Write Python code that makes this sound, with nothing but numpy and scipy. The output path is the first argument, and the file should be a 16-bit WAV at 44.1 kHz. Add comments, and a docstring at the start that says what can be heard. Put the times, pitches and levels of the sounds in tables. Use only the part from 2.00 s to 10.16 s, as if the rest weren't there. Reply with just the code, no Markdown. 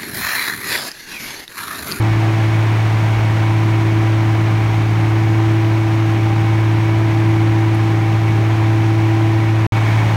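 """A governed six-cylinder diesel drones on a root harvester, heard from the deck.
It drives whining hydraulic pumps and gears. Sieve chains rattle, soil hisses through them,
the frame rumbles and bumps over the field, and one stone ticks on steel.
After a short silent break the same machine is heard with the sieves and gears louder."""
import sys
import numpy as np
from scipy import signal
from scipy.fft import rfft, irfft
from scipy.io import wavfile

SR = 44100
rng = np.random.default_rng(int(sys.argv[2]) if len(sys.argv) > 2 else 0)


def waveform_to_disk(signal):
    """Save audio, clipped to [-1, 1], as 16-bit WAV at the path in sys.argv[1]."""
    frames = np.transpose(np.atleast_2d(signal))
    scaled = np.clip(frames, -1, 1) * 32767
    samples = np.round(scaled).astype(np.int16)
    wavfile.write(sys.argv[1], SR, samples)


N = 359856
TIME_S = np.arange(N) / SR
BINS_HZ = np.arange(N // 2 + 1) * SR / N
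CYLINDERS, FIRING_HZ = 6, 109.66


def undb(db):
    """Decibels to gain."""
    return 10 ** (np.asarray(db) / 20)


def unit(x):
    """Scale to rms 1."""
    return x / np.std(x)


def curve(rows):
    """Join (time [s], value) rows by straight lines."""
    return np.interp(TIME_S, *np.transpose(rows))


def walk(rate_hz):
    """Smooth random wander, rms 1, about rate_hz changes a second."""
    spectrum = rfft(rng.standard_normal(N))
    return unit(irfft(spectrum / (1 + (2 * BINS_HZ / rate_hz) ** 4), N))


def colour(x, points):
    """Filter by (frequency [Hz], gain [dB]) rows; rms 1."""
    hz, db = np.transpose(points)
    gain_db = np.interp(np.log(np.maximum(BINS_HZ, 1)), np.log(hz), db)
    return unit(irfft(rfft(x) * undb(gain_db), N))


def tone(turns):
    """Sine of rms 1, phase in turns."""
    return np.sqrt(2) * np.sin(2 * np.pi * turns)


def impacts(rate_hz, spread_db, ring_s):
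    """Random unequal blows, each a dying noise burst; rms 1."""
    hits = rng.random(N) < rate_hz / SR
    blows = hits * undb(spread_db * np.clip(rng.standard_normal(N), -2, 2))
    power = signal.lfilter([1], [1, -np.exp(-2 / (ring_s * SR))], blows ** 2)
    return unit(np.sqrt(power) * rng.standard_normal(N))


def diesel(cycles):
    """Firing harmonics boom in step; unequal cylinders add wavering orders between them."""
    # exhaust and block: (multiple of the four-stroke cycle, level [dB])
    orders = [(3, -42.5), (4, -50.5), (5, -41.5), (6, -14), (7, -39), (8, -40), (9, -34), (10, -47),
              (11, -48), (12, -40), (14, -48), (15, -62), (16, -38), (17, -53), (18, -35.5), (20, -45.5),
              (22, -44.5), (24, -45.5), (27, -61), (30, -49), (34, -53.5), (37, -57), (39, -48.5),
              (40, -67), (42, -50), (44, -48), (51, -56), (57, -48), (58, -67), (66, -49)]
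    wavers = [walk(2.8) for _ in range(CYLINDERS)]
    out = 0
    for i, (order, db) in enumerate(orders):
        waver_db, phase_turns = (1.6, rng.random()) if order % CYLINDERS else (.25, 0)
        out += undb(db + waver_db * wavers[i % CYLINDERS]) * tone(order * cycles + phase_turns)
    return out


def main_pump(firings, tilt):
    """Piston ripple beats slowly with the third firing harmonic; screened as the tilt grows."""
    # ripple overtones: (multiple of the stroke rate, level [dB])
    overtones = [(2, -43.5), (3, -42), (4, -51)]
    strokes = 2.99474 * firings + .097
    screened = np.minimum(tilt / .46, 1)
    ripple_db = -22 - 6 * screened + .61 * walk(8.7)
    out = undb(ripple_db) * tone(strokes)
    for order, db in overtones:
        out += undb(db + 2.4 * walk(6.5)) * tone(order * strokes + .051 * walk(7.6))
    return out


def second_pump(shaft_s, stroke_hz=393.4, flutter_db=1.8):
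    """A hydraulic pump whines with a flutter, mostly on its octave."""
    # whine at the octave: (time [s], level [dB])
    octave_levels = [(0, -37), (3.9, -37.5), (4.45, -34), (4.8, -43), (5.2, -37), (6.25, -32.5),
                     (6.65, -35.5), (7.1, -32.5), (7.6, -38)]
    strokes = stroke_hz * shaft_s + .02 * walk(6)
    octave_db = curve(octave_levels) + flutter_db * walk(8.9)
    fundamental_db = -43 + 3.6 * walk(13)
    return undb(octave_db) * tone(2 * strokes) + undb(fundamental_db) * tone(strokes)


def gears(shaft_s, tilt, mesh_hz=2230):
    """Meshing teeth ring roughly; screened unless faced directly."""
    level_db = -45 + 10 * tilt ** 6 + 3.7 * walk(25)
    return undb(level_db) * tone(mesh_hz * shaft_s + .11 * walk(12))


def sieves(cycles, tilt, shaker_hz=2.9):
    """Chain links churn on steel, pulsing faintly with the engine; soil sifts through the shaken web."""
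    # ring of chains and side plates: (frequency [Hz], gain [dB])
    steel_spectrum = [(200, -28), (450, -6.5), (560, -4), (640, -2), (740, -1.5), (920, 0), (1350, -6.5),
                      (1600, -5), (1800, -5.5), (2300, -5.5), (2700, -10.5), (4200, -19), (7000, -33),
                      (16000, -42)]
    # hiss of sifting soil, coloured by the microphone's notches near 4.9 and 10.4 kHz:
    # (frequency [Hz], gain [dB])
    notched_hiss = [(1000, -7), (4000, -3), (4900, -6), (5400, 5), (6700, 2), (7600, -5), (9500, -4.5),
                    (10400, -22), (11200, -9.5), (16000, -11)]
    throb = 1 + .04 * np.cos(2 * np.pi * cycles)
    links = colour(throb * impacts(rate_hz=5000, spread_db=.5, ring_s=.008), steel_spectrum)
    soil = colour(impacts(rate_hz=9000, spread_db=.5, ring_s=.0027), notched_hiss)
    shaker_db = .11 * tone(shaker_hz * TIME_S + .27)
    return undb(-28 + 3.5 * tilt + shaker_db) * (links + undb(-19.5) * soil)


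def frame(rise_s=.02):
    """The frame rumbles on its tyres and thuds softly over uneven ground."""
    # frame and tyre rumble: (frequency [Hz], gain [dB])
    rumble_spectrum = [(20, -28), (35, -16), (45, -21), (56, -12), (72, -2), (95, 3), (135, 0.5),
                       (180, 0.5), (240, -6.5), (315, -2.5), (400, -11), (480, -18.5), (900, -32),
                       (3000, -50)]
    # ground bumps: (time [s], peak [dB], pitch [Hz])
    bumps = [(.10, -27.5, 58), (.48, -31, 74), (1.145, -27, 62), (1.71, -28, 54), (2.63, -24.5, 62.4)]
    out = undb(-28.5 + .62 * walk(12)) * colour(rng.standard_normal(N), rumble_spectrum)
    for start_s, peak_db, hz in bumps:
        age_s = np.maximum(TIME_S - start_s, 0)
        swell = age_s / rise_s
        out += undb(peak_db) * swell * np.exp(1 - swell) * np.sin(2 * np.pi * hz * age_s)
    return out


def stone(start_s=5.747, level_db=-40, decay_s=.0065):
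    """One small stone ticks brightly against the steel."""
    age_s = np.maximum(TIME_S - start_s, 0)
    tick = colour(rng.standard_normal(N), [(3000, -27), (9000, 0), (16000, -6)])
    return undb(level_db) * (age_s > 0) * np.exp(-age_s / decay_s) * tick


def scene():
    """One governed speed turns engine, pumps and gears; the microphone's tilt sets the balance."""
    # microphone direction: (time [s], tilt [0 facing the field, 1 down at the sieves])
    tilt_path = [(0, 0.54), (1.1, .5), (1.9, 0.26), (3, 0.2), (3.6, 0.076), (5.5, .02), (6.3, 0.12),
                 (7.66, 0.092), (7.72, 0.93)]
    tilt = curve(tilt_path)
    governor_wander_hz = .0805 * walk(1)
    firings = np.cumsum(FIRING_HZ + governor_wander_hz) / SR
    cycles = firings / CYLINDERS
    shaft_s = firings / FIRING_HZ  # time as the drive shaft counts it
    drive = diesel(cycles) + main_pump(firings, tilt) + second_pump(shaft_s) + gears(shaft_s, tilt)
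    return (drive + sieves(cycles, tilt) + frame() + stone())[None]


def record(dry):
    """The sound breaks off for 55 ms; the top treble is cut."""
    break_start_s, break_end_s, cutoff_hz = 7.6665, 7.7215, 15800
    audible = (TIME_S < break_start_s) | (TIME_S > break_end_s)
    fade = signal.windows.hann(32)
    gate = np.convolve(audible, fade / fade.sum(), "same")
    low_pass = signal.ellip(10, .1, 80, cutoff_hz, fs=SR, output="sos")
    return signal.sosfilt(low_pass, dry * gate)


dry = scene()
out = record(dry)
waveform_to_disk(out)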